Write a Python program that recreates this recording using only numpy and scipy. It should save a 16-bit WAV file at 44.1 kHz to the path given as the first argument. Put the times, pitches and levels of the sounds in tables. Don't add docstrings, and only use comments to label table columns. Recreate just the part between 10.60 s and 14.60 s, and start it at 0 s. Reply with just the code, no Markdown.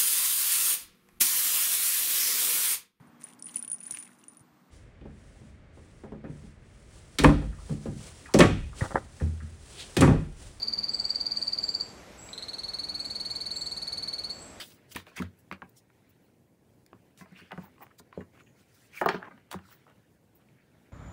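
import sys
import numpy as np
from scipy import signal
from scipy.io import wavfile
from scipy.ndimage import uniform_filter1d

SR = 44100
rng = np.random.default_rng(int(sys.argv[2]) if len(sys.argv) > 2 else 0)


def store_pcm(level_fs):
    pcm = np.round(np.clip(level_fs, -1, 1) * 32767).astype(np.int16)
    wavfile.write(sys.argv[1], SR, np.atleast_2d(pcm).T)


def level_to_linear(level):
    exponent = np.asarray(level, float) / 20
    return 10 ** exponent


N = 176400

# (frequency [Hz], width [Hz], level [dB])
MOTOR_TONES = [
    (47.4, 18, -73.5),
    (201, 19.5, -63.5),
    (288.1, 4.8, -65),
    (459.7, 13, -69),
]
# (time [s], decay [s], frequency [Hz], width [Hz], level [dB])
RUMBLE = (0.1, 0.66, 197, 94, -56.5)
# (frequency [Hz], density [dB per Hz])
VENT_RUSH = [(22, -40), (36, -5.5), (55, 0.5), (110, -6), (200, -7), (640, -8), (1500, -17), (2200, -41)]
# (frequency [Hz], density [dB per Hz])
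VENT_HISS = [(600, -25), (1400, -7.5), (2300, -6), (3000, -12), (6000, -13), (9000, -20.5), (13000, -28),
             (15700, -35)]
# (time [s], length [s], level [dB], pitch [Hz], glide [Hz])
CHIRPS = [(0.303, 0.068, -49, 7770, -47), (0.323, 0.087, -54, 8040, 6), (0.436, 0.1, -52.5, 7700, -150),
          (.75, 0.09, -55.5, 7660, 5), (0.756, 0.13, -61, 8740, 0), (0.75, 0.078, -60, 8250, 0),
          (1.004, 0.14, -48, 7510, 137), (1.199, .05, -56, 7580, 13), (1.574, 0.13, -48, 7770, 99),
          (2.376, .08, -55.5, 7800, 8), (2.417, .1, -58.5, 7220, -12), (2.674, 0.09, -57, 7440, 5),
          (2.927, 0.089, -44.5, 7590, 57.5), (2.98, 0.12, -60.5, 8000, 5), (3.699, 0.17, -52.5, 7590, -55),
          (3.741, 0.093, -62, 7360, -8), (3.797, 0.042, -46.5, 7920, -15.5)]
# (time [s], level [dB], pitch [Hz], length [s])
TICK = (1.688, -47, 4640, .006)
# (time [s], start level [dB])
FAR_PULSES = [(1.7316, -32), (1.7787, -30), (1.8246, -30.5), (1.884, -31), (1.9329, -32), (1.9843, -32.5),
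              (2.0346, -32), (2.082, -32.5), (2.1354, -31.5), (2.187, -31.5), (2.2343, -32.5), (2.2871, -32),
              (2.3434, -33), (2.3938, -32.5), (2.4468, -33), (2.5003, -32.5), (2.5503, -32), (2.599, -32),
              (2.6502, -32.5), (2.7005, -32.5),
              (2.7528, -32.5), (2.8053, -32.5), (2.8575, -33), (2.9072, -32), (2.9582, -32.5),
            (3.0092, -32.5), (3.0593, -32), (3.1125, -32.5), (3.166, -33), (3.2181, -32.5), (3.2707, -32.5),
            (3.322, -32), (3.3728, -32.5), (3.4253, -32.5), (3.4761, -32), (3.529, -32), (3.5829, -32.5),
            (3.6373, -32.5), (3.6963, -33.5)]
# (time [s], start level [dB])
NEAR_PULSES = [
    (-.031, -29.5),
               (0.0208, -30), (0.0735, -30), (0.1268, -30), (0.179, -30), (0.2319, -30), (0.2835, -30),
              (0.3359, -30), (0.39, -30), (0.4429, -30), (0.4953, -29.5), (0.5482, -30), (0.6019, -30),
              (0.6568, -30.5), (0.7097, -30.5), (0.7629, -30.5), (0.816, -30), (0.8705, -30), (0.9239, -30),
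              (0.9775, -30.5), (1.0303, -30), (1.0817, -30), (1.1405, -30), (1.1998, -30.5)]
# (low pitch [Hz], aim pitch [Hz], sweep [s], pulse [s], swell [dB]); pitch is the second partial's
FAR_VOICE = (4140, 4690, .0135, .0158, 14.8)
NEAR_VOICE = (4310, 5031, .0161, .0148, 11.2)
# (multiple [1], level [dB])
FAR_PARTIALS = [(1, -29.5), (2, -0.5), (3, -20.5), (4, -17), (5, -20), (6, -35)]
NEAR_PARTIALS = [(1, -38.5), (2, 2.5), (3, -21.5), (4, -26.5), (5, -44), (6, -41), (7, -40)]
# (delay [ms], share of the direct sound [1])
FAR_WALLS = [(3.04, .3), (4.6, .79), (8.05, .45), (10.14, .23), (13.99, .22), (17.17, .24), (21.16, .17),
             (26.33, .2)]
NEAR_WALLS = [(0.7, 0.21), (0.88, 0.22), (2.56, 1.14), (7.41, 0.33), (11.04, 0.27), (13.47, 0.31),
              (15.67, 0.26), (19.64, 0.26), (23.58, 0.22), (29.09, 0.13)]
# (direct [dB], diffuse [dB], T60 [s], diffuse gap [s], overtone swell [dB],
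# scoop [Hz], kick [dB])
FAR_MIX = (-5.5, -12, 0.38, .018, -7, 264, 2.5)
NEAR_MIX = (-6, -13, 0.34, .018, -7, 58, -1.5)
# (frequency [Hz], width [Hz], level [dB])
NOOK = (11700, 48, 21.3)


def evened(x):
    return x / np.sqrt(np.mean(x ** 2) + 1e-20)


def add(mix, s, sound):
    at = round(s * SR)
    part = mix[at:][:len(sound)]
    part += sound[:len(part)]


def resonate(x, hz, width):
    r = np.exp(-np.pi * width / SR)
    w = np.exp(2j * np.pi * hz / SR)
    return 2 * signal.lfilter([1 - r], [1, -r * w], x).real


def drift(count, hz):
    noise = rng.standard_normal(count + 2000)
    smooth = signal.lfilter([1], [1, -2 * np.exp(-hz * 6 / SR), np.exp(-hz * 12 / SR)], noise)
    return evened(smooth[2000:])


def tail(x, t60, gap_s):
    t = np.arange(SR) / SR
    taps = rng.standard_normal(SR) * level_to_linear(-60 * t / t60) * np.clip(t / gap_s - 1, 0, 1)
    return signal.fftconvolve(x, taps / np.linalg.norm(taps))[:len(x)]


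def wavering_tone(hz, width):
    once = resonate(rng.standard_normal(N), hz, width)
    return evened(resonate(once, hz, width))


def motor_hum():
    tones = sum(level_to_linear(db) * wavering_tone(hz, width) for hz, width, db in MOTOR_TONES)
    s, decay, hz, width, db = RUMBLE
    t = np.arange(N) / SR
    return tones + level_to_linear(db) * wavering_tone(hz, width) * np.exp(-abs(t - s) / decay)


def ventilation(colour_points, level_db, patchy_db):
    frames, hz = N // 256 + 5, np.fft.rfftfreq(1024, 1 / SR)
    real, imag, patches = rng.standard_normal((frames, 513, 3)).T
    patches = uniform_filter1d(patches, size=10, axis=0)
    patches = evened(uniform_filter1d(patches, size=14, axis=1))
    f, db = np.transpose(colour_points)
    above = db[-1] - 60 * (f[-1] < 5000)
    colour = np.interp(np.log(hz + 1), np.log(f + 1), db, left=-60, right=above)
    spectrum = (real + 1j * imag) * level_to_linear(colour[:, None] + patchy_db * patches)
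    noise = signal.istft(spectrum, nperseg=1024, noverlap=768)[1][:N]
    return level_to_linear(level_db) * evened(noise)


def distant_chirps():
    spread_hz, warble_hz, octave_db = 106, 60.6, -25
    dry, octave = np.zeros(N), np.zeros(N)
    for s, length, db, hz, glide in CHIRPS:
        u = np.arange(0, length, 1 / SR) / length
        pitch = hz + glide * (u - .5) + spread_hz * drift(len(u), warble_hz)
        turn = 2 * np.pi * np.cumsum(pitch) / SR
        swell = np.sin(np.pi * u ** .6) ** .55
        add(dry, s, level_to_linear(db + 1.5) * swell * np.sin(turn))
        add(octave, s, level_to_linear(octave_db + 2 * db + 51) * swell ** 2 * np.sin(2 * turn))
    return level_to_linear(-6.5) * dry + tail(dry, t60=0.82, gap_s=0.0013) + tail(octave, t60=0.38, gap_s=.004)


def pulse(low_hz, top_hz, sweep_s, length, swell_db, over_db, scoop_hz, kick_db, partials):
    rise_s, fall_s, scoop_s, kick_s = .0006, .003, .0015, .0027
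    wobble, rough = .001, .05
    t = np.arange(0, length, 1 / SR)
    hz = top_hz - (top_hz - low_hz) * np.exp(-t / sweep_s) - scoop_hz * np.exp(-t / scoop_s)
    turn = np.pi * np.cumsum(hz * (1 + wobble * rng.standard_normal())) / SR
    shape = np.clip(t / rise_s, 0, 1) * np.clip((length - t) / fall_s, 0, 1)
    shape = shape * level_to_linear(swell_db * t / length + kick_db * np.exp(-t / kick_s))
    voice = np.zeros(len(t))
    for k, db in partials:
        level = level_to_linear(db + (k > 2) * over_db * t / length)
        unsteady = 1 + rough * (k - 1) * drift(len(t), 235)
        voice += level * np.sin(k * turn) * unsteady
    return shape * voice


def aborted_tick():
    s, db, hz, length = TICK
    out = np.zeros(N)
    partials = [(1, 1), (1.3, -6), (1.65, -2), (2, 2), (3, -22)]
    add(out, s, level_to_linear(db) * pulse(hz, hz, .01, length, 0, 0, 0, 0, partials))
    return out + level_to_linear(-12) * tail(out, t60=.08, gap_s=.003)


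def frog(pulses, voice, partials, reflections, mix, start_s):
    low_hz, top_hz, sweep_s, length, swell_db = voice
    direct_db, diffuse_db, t60, gap_s, over_db, scoop_hz, kick_db = mix
    dry = np.zeros(N + SR)
    for s, db in pulses:
        cold = np.exp(-(s - start_s) / 0.2)
        squeeze = pulse(low_hz * (1 - .025 * cold), top_hz * (1 - .04 * cold), sweep_s,
                        length * (1 - 0.24 * cold ** 3),
                        swell_db - 41.5 * cold,
                        over_db, scoop_hz, kick_db, partials)
        add(dry, 1 + s - .0008, level_to_linear(db + direct_db + 7.5 * cold) * squeeze)
    walls = np.zeros(2000)
    for ms, share in reflections:
        walls[round(ms * SR / 1000)] = share
    soaked = 0.5 * dry + 0.5 * signal.filtfilt(*signal.butter(4, 7800, fs=SR), dry)
    echoes = signal.oaconvolve(soaked, walls)[:N + SR]
    dull = signal.lfilter(*signal.butter(2, 6000, fs=SR), dry)
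    late_room = level_to_linear(-7.5) * tail(dull, t60=0.47, gap_s=0.012)
    diffuse = level_to_linear(diffuse_db + 4.5) * (tail(dull, t60, gap_s) + late_room)
    return (dry + echoes + diffuse)[SR:]


def nook_ring(x):
    hz, width, db = NOOK
    ring = resonate(x, hz, 600)
    ring = resonate(ring, hz, width)
    return level_to_linear(db) * resonate(ring, hz, 600)


def scene():
    room = motor_hum() + ventilation(VENT_RUSH, -51, 0.83) + ventilation(VENT_HISS, -56, 1.0)
    far = frog(FAR_PULSES, FAR_VOICE, FAR_PARTIALS, FAR_WALLS, FAR_MIX, start_s=1.722)
    near = frog(NEAR_PULSES, NEAR_VOICE, NEAR_PARTIALS, NEAR_WALLS, NEAR_MIX, start_s=-5)
    near = near + nook_ring(near)
    return (room + distant_chirps() + aborted_tick() + far + near)[None]


def roll_off(x):
    return signal.sosfilt(signal.butter(12, 15710, fs=SR, output="sos"), x)


def record(dry):
    bass_cut = signal.butter(4, 38, "high", fs=SR, output="sos")
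    mix = signal.sosfilt(bass_cut, dry)
    band_limit = signal.firwin(511, 15750, window=("kaiser", 9), fs=SR)
    mix = signal.oaconvolve(mix, band_limit[None], "same")
    return roll_off(mix)


dry = scene()
out = record(dry)
store_pcm(out)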